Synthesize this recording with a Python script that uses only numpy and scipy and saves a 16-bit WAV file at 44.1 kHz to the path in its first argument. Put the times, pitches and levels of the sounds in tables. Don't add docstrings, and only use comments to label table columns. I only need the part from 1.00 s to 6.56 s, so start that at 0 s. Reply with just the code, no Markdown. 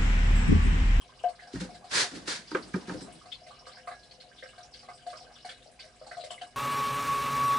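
import sys
import numpy as np
from scipy import signal
from scipy.fft import rfft, irfft, next_fast_len
from scipy.io import wavfile
from scipy.ndimage import map_coordinates

SR = 44100
rng = np.random.default_rng(int(sys.argv[2]) if len(sys.argv) > 2 else 0)


def digitize_waveform(pressure):
    field = np.atleast_2d(pressure).T
    bounded = np.clip(field, -1, 1)
    quanta = np.round(bounded * 32767).astype(np.int16)
    wavfile.write(sys.argv[1], SR, quanta)


N = 245195
T = np.arange(SR // 4) / SR

# start_s, plop_hz, gurgle_hz, plop_db, gurgle_db, spray_db
HEAVY_DROPS = [(0.238, 706, 1640, -25.5, -53.5, -82), (0.285, 667, 920, -53, -59, -60.5),
               (0.42, 730, 1790, -54, -59.5, -69), (0.47, 768, 1550, -57, -63, -68),
               (0.69, 735, 1180, -49.5, -81, -67), (0.745, 753, 2010, -57, -64.5, -61),
               (0.841, 744, 1070, -48.5, -63, -65), (1.04, 750, 1570, -45.5, -70, -80),
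               (2.08, 670, 1180, -51.5, -66, -84), (2.256, 723, 1190, -52, -61.5, -65),
               (2.415, 674, 990, -56.5, -85, -93), (2.465, 677, 2500, -50.5, -60, -63.5),
               (2.667, 538, 1216, -55, -52, -60.5), (2.77, 715, 1620, -61.5, -57, -67),
               (2.873, 675, 1175, -41, -44, -59.5), (2.912, 760, 1700, -47, -51, -65),
               (3.425, 567, 1810, -49, -50, -68), (3.579, 700, 1580, -52.5, -58.5, -63.5),
               (3.83, 777, 1210, -60.5, -62, -66.5), (3.886, 756, 1110, -47, -51, -67),
               (4.065, 697, 1610, -37.5, -60, -59), (4.1, 683, 1600, -52, -64, -58.5),
               (4.13, 617, 1250, -50.5, -51, -67.5), (4.21, 747, 1250, -54.5, -76, -71),
               (4.245, 532, 1190, -57.5, -69, -84), (4.447, 750, 1700, -43.5, -56, -55.5),
               (4.489, 515, 1710, -60.5, -50.5, -56), (4.66, 628, 1170, -57.5, -97, -79),
               (4.792, 487, 2460, -77, -54.5, -65), (4.84, 644, 1860, -56, -63, -64),
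               (5.013, 610, 1270, -48, -65, -79), (5.065, 802, 1240, -51.5, -63, -58.5),
               (5.112, 681, 1670, -48, -48.5, -60.5), (5.168, 688, 1190, -40.5, -59, -59.5),
               (5.195, 660, 2060, -46.5, -69, -64), (5.237, 619, 2120, -45.5, -56.5, -54),
               (5.305, 688, 985, -45, -52.5, -49), (5.413, 732, 1730, -41.5, -54.5, -57)]
# start_s, thud_hz, thud_db, clack_db
BLOWS = [(0.538, 152, -36.5, -71), (0.556, 138, -38.5, -49.5), (0.611, 240, -34.5, -53.5),
         (0.645, 247, -47.5, -61), (1.118, 197, -43.5, -59), (1.153, 274, -47, -70),
         (1.276, 280, -43.5, -58), (1.515, 295, -38.5, -45), (1.548, 508, -28, -31), (1.574, 535, -48, -51),
         (1.74, 240, -28, -38.5), (1.762, 365, -33.5, -59), (1.88, 288, -39.5, -52.5),
         (1.894, 283, -36.5, -41), (1.916, 200, -39.5, -54.5), (1.942, 234, -39, -69),
         (2.014, 182, -47, -66)]
# pitch_hz, relative level_db, time to fade by 60 dB (t60_s)
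PIT_MODES = [(502, -2.5, 0.093), (513.5, -4, 0.29), (633.6, -6, 0.12), (713, 0, 0.14), (807, -12, 0.18),
             (1047, -3.5, 0.035), (1134, 0, 0.046), (1222, -6.5, 0.17), (1567, 4.5, 0.053),
             (1657, -11.5, 0.52), (2047, 5, 0.037), (2204, -4, 0.15), (2927, -9, 0.38), (3197, -25, 0.045),
             (4026, -11, 0.3), (4770, -12, 0.42)]
# frequency_hz, relative level_db per Hz
SKIN_COLOUR = [(59, -33), (100, -13.5), (205, -14), (249, -7.5), (303, -12.5), (421, -7), (740, -13),
               (953, -7), (1180, -9.5), (1640, -1.5), (2070, -5.5), (3000, -10), (4420, -3.5), (5480, -7.5),
               (10400, -18), (13500, -77), (22000, -120)]


def amp(db):
    return 10 ** (np.asarray(db) / 20)


def unit(x):
    return x / np.sqrt(np.mean(x ** 2) + 1e-20)


def along(points, hz):
    f, v = np.transpose(points)
    return np.interp(np.log(hz + 1), np.log(f + 1), v)


def curves(rows):
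    s, *cols = np.transpose(rows)
    return [np.interp(np.arange(N) / SR, s, c) for c in cols]


def wobble(rate):
    points = rng.standard_normal(int(N * rate / SR) + 4)
    return map_coordinates(points, [np.arange(N) * rate / SR])


def swell(s, attack, length, fade_db_per_s):
    age = np.arange(N) / SR - s
    return np.clip(age / attack, 0, 1) * amp(-fade_db_per_s * np.maximum(age - length, 0))


def dying(t60, attack):
    return amp(-60 * T / t60) * (1 - np.exp(-T / attack))


def filtered(x, response):
    n = x.shape[-1]
    m = next_fast_len(n + 4096, True)
    return irfft(rfft(x, m) * response(np.fft.rfftfreq(m, 1 / SR)), m)[..., :n]


def resonance(f, hz, width):
    return 1j * f * width / (hz * hz - f * f + 1j * f * width)


def spread(pair, spectrum):
    # frequency_hz, likeness (1 = the same)
    likeness = [(60, 0.84), (250, 0.74), (600, 0.33), (1200, 0.14), (3000, 0.38), (10000, 0.37)]

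    def middle_and_side(f):
        turn = np.arccos(np.clip(along(likeness, f), -1, 1)) / 2
        return amp(along(spectrum, f)) * np.array([np.cos(turn), np.sin(turn)])

    mid, side = filtered(pair, middle_and_side)
    return np.array([mid + side, mid - side]) / np.sqrt(np.mean(mid ** 2))


def noise(spectrum, size):
    return spread(rng.standard_normal((2, size)), spectrum)


def add(out, s, db, sound, size):
    part = out[:, max(0, round(s * SR)):][:, :len(T)]
    head = np.atleast_2d(sound)[:, :size].mean(0)
    gain = amp(db) / np.sqrt(np.mean(head ** 2) + 1e-20)
    part += gain * sound[..., :part.shape[1]]


def pit_answers(count, modes_db, build, scatter_db):
    # frequency_hz, time to fade by 60 dB (t60_s)
    echo_fade = [(500, 0.23), (2000, 0.089), (5000, 0.12), (10000, 0.22)]
    hz, level, t60 = np.transpose(PIT_MODES)[:, :, None]
    modes = amp(level - 60 * T / t60) * np.cos(2 * np.pi * hz * T)
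    answers = []
    for _ in range(count):
        scatter = noise([(100, 0.027), (10000, 0.011)], len(T))
        f, t, bands = signal.stft(scatter, SR, nperseg=256)
        fading = bands * amp(-60 * t / along(echo_fade, f)[:, None])
        walls = signal.istft(fading, SR, nperseg=256)[1][:, :len(T)]
        walls = walls * (1 - np.exp(-T / build))
        walls = walls / np.linalg.norm(walls[0])
        walls = filtered(walls, lambda f: amp(along([(500, 0.0), (750, -10.0), (1100, 0.5)], f)))
        strengths = amp(modes_db + rng.normal(0, scatter_db, len(PIT_MODES)))
        answers.append(walls + strengths @ modes)
    return answers


def ring(x, answer):
    return signal.fftconvolve(np.atleast_2d(x), answer, axes=1)[:, :x.shape[-1]]


def bubble(hz, cycles, rise):
    age = np.minimum(T * hz / cycles, 4)
    pitch = hz * (1 + rise * (np.minimum(age, 1) - 1 / 4))
    envelope = amp(-60 * age ** 1.61) * (1 - np.exp(-T * hz))
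    return envelope * np.sin(2 * np.pi * np.cumsum(pitch) / SR)


def cluster(hz, cycles, rise, later_db, count):
    out = bubble(hz, cycles, rise)
    for size, wait in rng.random((count, 2)):
        follower = bubble(hz * 2 ** (0.7 * (size - .5)), cycles, rise)
        out = out + amp(later_db) * np.interp(T - .006 - 0.033 * wait, T, follower, left=0)
    return out


def splash():
    # frequency_hz, relative level_db per Hz
    spray_colour = [(2000, -22), (5000, -9.5), (6500, -16), (7900, -9.5), (10400, -19)]
    burst = rng.standard_normal((3, len(T))) * dying(t60=0.07, attack=.0016)
    smack = filtered(burst[0], lambda f: resonance(f, 1880, 920) ** 2)
    crackle = filtered(burst[1], lambda f: resonance(f, 3040, 1940) ** 2)
    spray = filtered(burst[2], lambda f: amp(along(spray_colour, f)))
    return smack, crackle, spray


def cellar(air_db):
    # pitch_hz, level_db
    hum_tones = [(120, -77.5), (241, -73), (399, -74)]
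    # start_s, level_db
    boom_times = [(0.545, -39), (1.91, -52)]
    # frequency_hz, relative level_db per Hz
    air_colour = [(25, -10), (45, -13), (130, -5.5), (250, -4), (430, -7.5), (700, -10), (1000, -14.5),
                  (2500, -13), (4700, -18.5), (6300, -18), (10400, -21.5)]
    drone_colour = [(25, -54), (40, -13.5), (54, 3.5), (75, -12.0), (150, -4.0), (300, -63), (1000, -91)]
    drone_db = -67
    t = np.arange(N) / SR
    hum = 0
    for hz, db in hum_tones:
        level = amp(db + 0.48 * wobble(2.2))
        hum = hum + level * np.sin(2 * np.pi * hz * t + wobble(2.126))
    booms = sum(amp(db) * swell(s, attack=.012, length=0.027, fade_db_per_s=204) for s, db in boom_times)
    drone = (amp(drone_db + 1.5 * wobble(11)) + booms) * noise(drone_colour, N)
    return amp(air_db) * noise(air_colour, N) + drone + hum


def hand(grain_db):
    # start_s, attack_s, length_s, level_db
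    rubs = [(0.515, 0.05, 0.062, -53), (0.597, 0.013, 0.012, -43), (0.907, 0.01, .022, -39.5),
            (0.928, 0.027, 0.094, -27), (1.122, 0.041, 0.045, -47), (1.273, 0.0055, 0.054, -35.5),
            (1.333, 0.023, 0.029, -41.5)]
    rub_fade_db_per_s = 271
    touch_s, touch_db = .02, -12
    level = amp(-60) * swell(0.83, attack=.1, length=1.0, fade_db_per_s=25)
    for s, attack, length, db in rubs:
        touch = amp(touch_db) * swell(s - touch_s, touch_s, touch_s, rub_fade_db_per_s)
        rub = swell(s, attack, length, rub_fade_db_per_s)
        level = np.hypot(level, amp(db) * (touch + rub))
    slips = rng.standard_normal((2, N)) * amp(grain_db * wobble(1400))
    return level * amp(0.27 * wobble(38.76)) * spread(slips, SKIN_COLOUR)


def rumble():
    # frequency_hz, relative level_db per Hz
    rumble_colour = [(25, -28), (55, -8), (90, -14.5), (170, -0.5), (320, -2.5), (480, -9), (800, -13.5),
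                     (1600, -23), (3000, -30)]
    rumble_db = -51.5
    power = sum(swell(s, attack=0.005, length=0.01, fade_db_per_s=70) ** 2 for s, *_ in BLOWS)
    return np.sqrt(power) * amp(rumble_db + 2.15 * wobble(29.62)) * noise(rumble_colour, N)


def thumps(scatter_db):
    # pitch_hz, relative level_db, time to fade by 60 dB (t60_s)
    body_modes = [(185.7, -0.5, 0.089), (269, -3.5, 0.088), (307.7, -3.5, 0.13), (372.4, 11, 0.037),
                  (512, -0.5, 0.095), (810, -9.5, 0.2), (925, 4.5, 0.11), (1140, -30, 0.041),
                  (1260, 5.5, 0.073), (1478, 1, 0.043), (1590, 2, 0.061), (1666, 7.5, 0.025),
                  (1860, -11, 0.15), (2350, -8, .06), (2970, -25, 0.068)]
    scuff_db, scuff_lead_s = -54, .008
    out, head = np.zeros((2, N)), SR // 40
    hz, level, t60 = np.transpose(body_modes)[:, :, None]
    low = hz < 700
    for s, thud_hz, thud_db, clack_db in BLOWS:
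        phase = 2 * np.pi * rng.random(hz.shape)
        mode_db = level + rng.normal(0, scatter_db, hz.shape) - 60 * T / t60
        modes = amp(mode_db) * np.sin(2 * np.pi * hz * T + phase)
        closeness = 1 / (1 + (np.log2(hz / thud_hz) / 0.41) ** 2)
        thud = (modes * low * closeness).sum(0) * (1 - np.exp(-T / 0.013))
        chatter = noise([(100, 0), (10000, 0.0082)], len(T)) * dying(t60=0.18, attack=0.00097)
        shove = filtered(chatter, lambda f: resonance(f, thud_hz, 240) / (1 + (f / (2 * thud_hz)) ** 4))
        rattle = filtered(chatter, lambda f: resonance(f, 1140, 1020) ** 2)
        upper = (modes * ~low).sum(0) * (1 - np.exp(-T / 0.001))
        scuff = noise(SKIN_COLOUR, len(T)) * dying(t60=0.085, attack=0.0055)
        add(out, s, thud_db, unit(thud) + 0.37 * unit(shove), size=head)
        add(out, s, clack_db, unit(upper) + 0.91 * unit(rattle), size=head)
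        add(out, s - scuff_lead_s, scuff_db, scuff, size=head)
    return out


def hollow():
    calm_db = -70.5
    hollow_db, middling_plop_db = -60, -50
    growth = 0.13
    power = amp(calm_db) ** 2
    for s, _, _, plop_db, *_ in HEAVY_DROPS:
        strength = amp(hollow_db + growth * (plop_db - middling_plop_db))
        churn = swell(s, attack=0.025, length=0.035, fade_db_per_s=120)
        power = power + (strength * churn) ** 2

    def modes(f):
        return sum(amp(db) * resonance(f, hz, 6.1 / t60) ** 2 for hz, db, t60 in PIT_MODES[1:4])

    return np.sqrt(power) * unit(filtered(rng.standard_normal(N), modes))


def trickle(count, spread_db):
    # time_s, level_db
    stream = [(0, -57), (.3, -61), (.8, -59), (1.3, -62), (1.6, -60.5), (2.0, -54), (2.35, -63),
              (2.75, -53.5), (3.05, -62.5), (3.3, -58), (3.6, -57.5), (3.95, -60.5), (4.2, -57.5),
              (4.55, -56.5), (4.75, -65), (4.98, -63), (5.2, -59), (5.56, -62)]
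    # frequency_hz, relative level_db per Hz
    fizz_colour = [(300, -23), (520, -5.5), (720, -4.5), (950, -4), (1600, -7.5), (2400, -10), (3200, -8.5),
                   (4700, -4.5), (5600, -1), (6400, -20.5), (8000, -1.5), (10400, -3)]
    out = np.zeros((2, N))
    spots = pit_answers(count=8, modes_db=-41, build=0.002, scatter_db=3)
    pitches_hz = [500, 850, 2500, 5400, 8600]
    for k, (when, share, size, life) in enumerate(rng.random((count, 4))):
        hz = np.exp(np.interp(share, [0, .22, .45, .95, 1], np.log(pitches_hz)))
        blip = bubble(hz, cycles=3 + 16 * life ** 2, rise=0.031)
        start_s = (k + when) / count * N / SR
        add(out, start_s, spread_db * size, ring(blip, spots[k % len(spots)]), size=SR // 30)
    fizz = unit(filtered(out, lambda f: amp(along(fizz_colour, f))))
    return amp(curves(stream)[0]) * fizz


def droplets():
    # start_s, pitch_hz, level_db
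    bubble_sounds = [(0.01, 3150, -58.5), (0.191, 2830, -59), (0.238, 2830, -54.5), (0.392, 1900, -54.5),
                     (1.474, 4850, -54.5), (1.513, 4700, -52), (1.623, 4500, -53.5), (2.212, 1230, -59.5),
                     (2.318, 3470, -43), (2.506, 1160, -55.5), (3.03, 4200, -60.5), (3.11, 4370, -55),
                     (3.201, 4270, -54.5), (3.383, 3500, -56), (3.486, 2770, -60), (3.629, 5500, -56.5),
                     (3.737, 4480, -51), (3.79, 4860, -55.5), (4.02, 3100, -64.5), (4.169, 5200, -53),
                     (4.356, 3440, -60), (4.492, 3310, -48.5), (4.568, 3930, -64.5), (4.62, 3670, -63.5),
                     (4.795, 4680, -49.5), (5.207, 4100, -51.5), (5.378, 2090, -53.5), (5.411, 3050, -51)]
    droplet_spray_db = -68
    out, head = np.zeros((2, N)), 35 * SR // 1000
    spots = pit_answers(count=len(bubble_sounds), modes_db=-46, build=0.0014, scatter_db=3)
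    for (s, hz, db), spot in zip(bubble_sounds, spots):
        _, crackle, spray = splash()
        bubbles = cluster(hz, cycles=18, rise=0.023, later_db=-11.5, count=3) + 0.42 * crackle
        add(out, s, db, ring(bubbles, spot), size=head)
        add(out, s, droplet_spray_db, ring(spray, spot), size=head)
    return out


def drops():
    # spray_db, plink_hz
    plink_pitch = [(-54.5, 4370), (-51, 3030)]
    plink_over_spray_db = 1
    out, head = np.zeros((2, N)), 35 * SR // 1000
    spots = pit_answers(count=len(HEAVY_DROPS), modes_db=-44, build=0.001, scatter_db=2.0)
    for (s, plop_hz, gurgle_hz, plop_db, gurgle_db, spray_db), spot in zip(HEAVY_DROPS, spots):
        smack, crackle, spray = splash()
        plop = bubble(plop_hz, cycles=np.interp(plop_db, [-50, -26], [18, 42]), rise=0.017)
        gurgle = cluster(gurgle_hz, cycles=11.7, rise=0.066, later_db=-9.5, count=4) + 0.98 * smack
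        plink_hz = np.interp(spray_db, *np.transpose(plink_pitch))
        plink = cluster(plink_hz, cycles=14, rise=0.016, later_db=-6.5, count=3) + 0.28 * crackle
        add(out, s, plop_db, ring(plop, spot), size=head)
        add(out, s, gurgle_db, ring(gurgle, spot), size=head)
        add(out, s, spray_db + plink_over_spray_db, ring(plink, spot), size=head)
        add(out, s, spray_db, ring(spray, spot), size=head)
    return out


def scene():
    background = cellar(air_db=-64.5) + hand(grain_db=0.5)
    knocks = rumble() + thumps(scatter_db=7)
    water = hollow() + trickle(count=950, spread_db=13.5) + droplets() + drops()
    return background + knocks + water


def record(dry):
    # frequency_hz, left minus right difference_db
    port_colour = [(200, -.5), (400, 1), (510, 4.5), (720, 4), (980, -0.5), (1450, -9), (1900, -2),
                   (2300, 2.5), (2650, 3.5), (3300, 6.5), (4200, 1.5), (5400, -3), (7200, -1.5),
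                   (8500, -2.5)]
    top_hz = 10580

    def ports(f):
        return amp(np.outer([.5, -.5], along(port_colour, f))) * (f < top_hz)

    return filtered(dry, ports)


dry = scene()
out = record(dry)
digitize_waveform(out)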